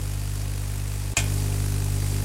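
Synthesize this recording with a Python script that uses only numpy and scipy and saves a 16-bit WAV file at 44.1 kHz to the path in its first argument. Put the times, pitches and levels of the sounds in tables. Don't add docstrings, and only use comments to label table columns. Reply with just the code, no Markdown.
import sys
import numpy as np
from scipy import signal
from scipy.fft import rfft, irfft, next_fast_len
from scipy.io import wavfile
from scipy.ndimage import uniform_filter1d, map_coordinates

SR = 44100
rng = np.random.default_rng(int(sys.argv[2]) if len(sys.argv) > 2 else 0)


def to_wav(sig):
    pcm = np.clip(np.atleast_2d(sig), -1, 1) * 32767
    pcm = np.round(pcm).astype(np.int16)
    wavfile.write(sys.argv[1], SR, pcm.T)


def ratio_of_db(decibels):
    return 10 ** (np.asarray(decibels, float) / 20)


N = 99136
T = np.arange(N) / SR
MAINS_HZ = 49.88

# (on [s], off [s], instant the discharge cycles are counted from [s])
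SETTINGS = [
    (-.1, 1.1362, -.00795),
    (1.169, 2.4, -.00531),
]
# (time [s], level [dB], rise [s], t60 [s])
SNAPS = [
    (1.1671, -11.5, 0.0018, .03),
    (1.17, -20.5, 0.0037, 0.034),
    (1.1734, -21.5, 0.00058, 0.024),
    (1.18, -24, .002, .06),
    (1.187, -27, 0.0019, .11),
]


def unit(x):
    return x / np.sqrt(np.mean(x ** 2) + 1e-20)


def along(points, hz):
    f, v = np.transpose(points)
    return np.interp(np.log(hz + 1), np.log(f + 1), v)


def filtered(x, response):
    m = next_fast_len(N + SR // 2)
    return irfft(rfft(x, m) * response(np.fft.rfftfreq(m, 1 / SR)), m)[:N]


def wobble(rate):
    knots = rng.standard_normal(int(N * rate / SR) + 4)
    return map_coordinates(knots, [T * rate])


def coloured_noise(spectrum, gain=1):
    return unit(filtered(gain * rng.standard_normal(N), lambda hz: ratio_of_db(along(spectrum, hz))))


def patchy(x, depth_db):
    z = signal.stft(x, nperseg=256)[2]
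    field = uniform_filter1d(rng.standard_normal(z.shape), size=5, axis=0)
    field = uniform_filter1d(field, size=5, axis=1)
    return unit(signal.istft(z * ratio_of_db(depth_db * unit(field)), nperseg=256)[1][:N])


def resonances(table):
    def response(f):
        total = 0
        for k, (centre, wide, db) in enumerate(table):
            damping = 1j * f * wide
            total = total + (-1) ** k * ratio_of_db(db) * damping / (centre * centre - f * f + damping)
        return total
    return response


def burst(start, db, rise_s, t60_s, release=None):
    release = start if release is None else release
    fall = ratio_of_db(db - 60 * np.maximum(T - release, 0) / t60_s)
    return fall * (1 - np.exp(-np.maximum(T - start, 0) / rise_s))


def supply(levels_db, rise_s, t60_s):
    return sum(burst(on, db, rise_s, t60_s, off) for (on, off, _), db in zip(SETTINGS, levels_db))


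def at_low_power():
    return T < SETTINGS[1][0] - .01


def cycles():
    return (T - np.where(at_low_power(), SETTINGS[0][2], SETTINGS[1][2])) * MAINS_HZ


def buzz():
    # (mains multiple, level [dB])
    low = [(1, 1), (2, 1.5), (3, -8), (4, -21.5), (5, -19.5), (6, -20.5), (7, -48), (8, -27.5), (9, -29),
           (10, -27.5), (11, -44), (12, -50), (13, -35), (14, -32.5)]
    high = [(1, -2), (2, 1), (3, -8), (4, -25.5), (5, -16), (6, -19.5), (7, -39), (8, -21.5), (9, -29),
            (10, -36), (11, -51), (12, -41), (13, -47), (14, -32.5)]
    swing_hz, swing_q = 112, 2.5
    levels_db, left_db = [-32.5, -27.5], -32.5

    def stack(rows):
        total = 0
        for k, db in rows:
            hz = k * MAINS_HZ
            lag = np.angle(swing_hz ** 2 - hz ** 2 + 1j * hz * swing_hz / swing_q)
            if k > 3 and k % 2 == 0:
                lag += np.pi
            upper = max(k - 3, 0)
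            level = ratio_of_db(db + upper * 0.33 * wobble(11.86)) * np.sqrt(2)
            drift = upper * 0.054 * wobble(8.3)
            total = total + level * np.cos(2 * np.pi * k * cycles() - lag + drift)
        return total

    wave = np.where(at_low_power(), stack(low), stack(high))
    waver = ratio_of_db(0.35 * wobble(40.47)) + 0.012 * wobble(300)
    return wave * waver * (supply(levels_db, 0.0064, 0.0012) + ratio_of_db(levels_db[0] + left_db))


def streamers():
    # (frequency [Hz], level [dB per Hz])
    corona_colour = [(290, 4), (500, 1), (1050, -7.5), (2500, -11), (3540, -8.5), (4660, -7), (9360, -3),
                     (14900, -14), (16000, -43)]
    # (frequency [Hz], level [dB per Hz])
    spit_colour = [(290, -10), (500, -12), (740, -7), (819, -2.5), (1050, -7.5), (2500, -4.5),
                   (3540, -10.5), (9360, -4.5), (16000, -13)]
    # (frequency [Hz], level [dB per Hz])
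    plasma_colour = [(15, -34), (25, -5), (107, -6), (168, -9.5), (198, -14), (252, -18), (900, -19),
                     (1170, -68), (1980, -120)]
    strike, rise, die = 0.089, 0.088, 0.32
    second_db, scatter_db, grain_db = -5.5, 1, 2.5

    halves = 2 * (cycles() - strike + 1)
    count = halves.astype(int)
    since = halves % 1 / 2
    scatter = rng.uniform(-2.1, 1, count.max() + 1)[count]
    size = ratio_of_db(scatter_db * scatter + second_db * (count % 2))
    flare = size * (1 - np.exp(-since / rise)) * np.exp(-since / die)

    spit = patchy(coloured_noise(spit_colour, flare * ratio_of_db(grain_db * wobble(1500))), 2)
    corona = patchy(coloured_noise(corona_colour), 1.5) * ratio_of_db(0.96 * wobble(7.96))
    plasma = coloured_noise(plasma_colour, 0.34 + unit(flare))
    return (spit * supply([-44.5, -42.5], 0.0027, 1e-3)
            + corona * supply([-43, -39], 0.0026, 0.037)
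            + plasma * supply([-52.5, -50.5], .004, 0.017))


def arc():
    # (frequency [Hz], level [dB per Hz])
    crack_colour = [(500, -40), (900, -2.5), (1700, -2), (2500, -1.5), (3500, -10), (4700, -2.5),
                    (7000, -15.5), (12000, -35)]
    crack_at, crack_wide = .24, .08
    c = cycles() - crack_at + 1.514
    size = ratio_of_db(2 * rng.uniform(-1.6, 1, int(c.max()) + 1)[c.astype(int)])
    pulse = np.exp(-.5 * ((c % 1 - .5) / crack_wide) ** 2)
    return coloured_noise(crack_colour, size * pulse) * supply([-52.5, -50.5], .004, 1e-3)


def bench_colour(sparks):
    # (frequency [Hz], width [Hz], level [dB])
    bench_peaks = [(387, 42, -7.5), (840, 44, -5.5), (2494, 210, -9.5), (4660, 100, -6)]
    return filtered(sparks, lambda f: 1 + resonances(bench_peaks)(f) ** 2 * 4)


def quiet_room():
    # (frequency [Hz], level [dB per Hz])
    floor_colour = [(25, -16), (60, 3), (200, -14), (1000, -8), (4000, -14.5), (9000, -18), (16000, -40)]
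    return ratio_of_db(-48.5) * coloured_noise(floor_colour)


def latch_tick():
    impulse = 1. * (np.arange(N + 1) == round(1.1639 * SR))
    return .07 * np.diff(impulse, n=1)


def switch():
    # (frequency [Hz], width [Hz], level [dB])
    case_peaks = [(2130, 37, -1.5), (2480, 174, 3), (3250, 160, -7), (6070, 300, -3), (6990, 130, -7),
                  (7580, 78, 2.5), (9000, 98, -10)]
    # (frequency [Hz], level [dB per Hz])
    body_colour = [(200, -27), (500, -7.5), (1000, -9), (2400, -5), (4200, -4.5), (7570, -3), (10500, -10),
                   (16300, -32)]
    # (frequency [Hz], level [dB], t60 [s])
    panel_modes = [(2182, -5, 0.22), (1540, -3, 0.16), (3235, -11, 0.09)]
    # (frequency [Hz], level [dB], t60 [s])
    thud_modes = [(320, 3, .1), (395, -4, .15), (610, 5, .08), (695, 2, .13), (775, -2, .13),
                  (838, -2, .15), (1090, 1, .1)]

    shake = sum(burst(*snap) for snap in SNAPS)
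    t = np.maximum(T - SNAPS[0][0], 0)

    def case(f):
        return ratio_of_db(-5 + along(body_colour, f)) + resonances(case_peaks)(f)

    def ring(modes, level_db):
        return sum(ratio_of_db(level_db + db - 60 * t / t60) * np.sin(2 * np.pi * hz * t + wobble(29.74) / 2)
                   for hz, db, t60 in modes)

    rings = ring(panel_modes, -29) + ring(thud_modes, -34)
    return 4 * filtered(shake * rng.standard_normal(N), case) + rings * (1 - np.exp(-t / 0.0025))


def knob():
    # (frequency [Hz], level [dB], time to peak [s])
    knob_modes = [(2500, -20, .0035), (7600, -21, .004)]
    t = np.maximum(T - SNAPS[0][0], 0)
    total = 0
    for hz, db, peak_s in knob_modes:
        swell = (t / peak_s * np.exp(1 - t / peak_s)) ** 2
        total = total + ratio_of_db(db) * swell * np.sin(2 * np.pi * hz * t + wobble(250) / 2)
    return total


def room(x):
    # (frequency [Hz], t60 [s])
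    decay_times = [(200, 0.41), (2000, 0.33), (10000, 0.12)]
    hz, t, z = signal.stft(rng.standard_normal(SR // 2), SR, nperseg=256)
    fade = ratio_of_db(-60 * t / along(decay_times, hz)[:, None])
    tail = signal.istft(z * fade, SR, nperseg=256)[1]
    late = np.pad(x, (200, 0))
    return signal.fftconvolve(late, tail / np.linalg.norm(tail))[:N]


def scene():
    air = bench_colour(streamers() + arc()) + quiet_room()
    snap = switch()
    wet = snap + ratio_of_db(-9.5) * room(snap) + knob()
    early = T < SETTINGS[1][0] + .008
    dulled = filtered(air + wet * ~early, lambda f: f < 15830)
    return (buzz() + dulled + wet * early + latch_tick())[None]


def band_limit(x):
    return signal.sosfilt(signal.butter(12, 16490, fs=SR, output="sos"), x)


def record(dry):
    mix = filtered(dry[0], lambda f: f < 16450)[None]
    return band_limit(mix)


dry = scene()
out = record(dry)
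to_wav(out)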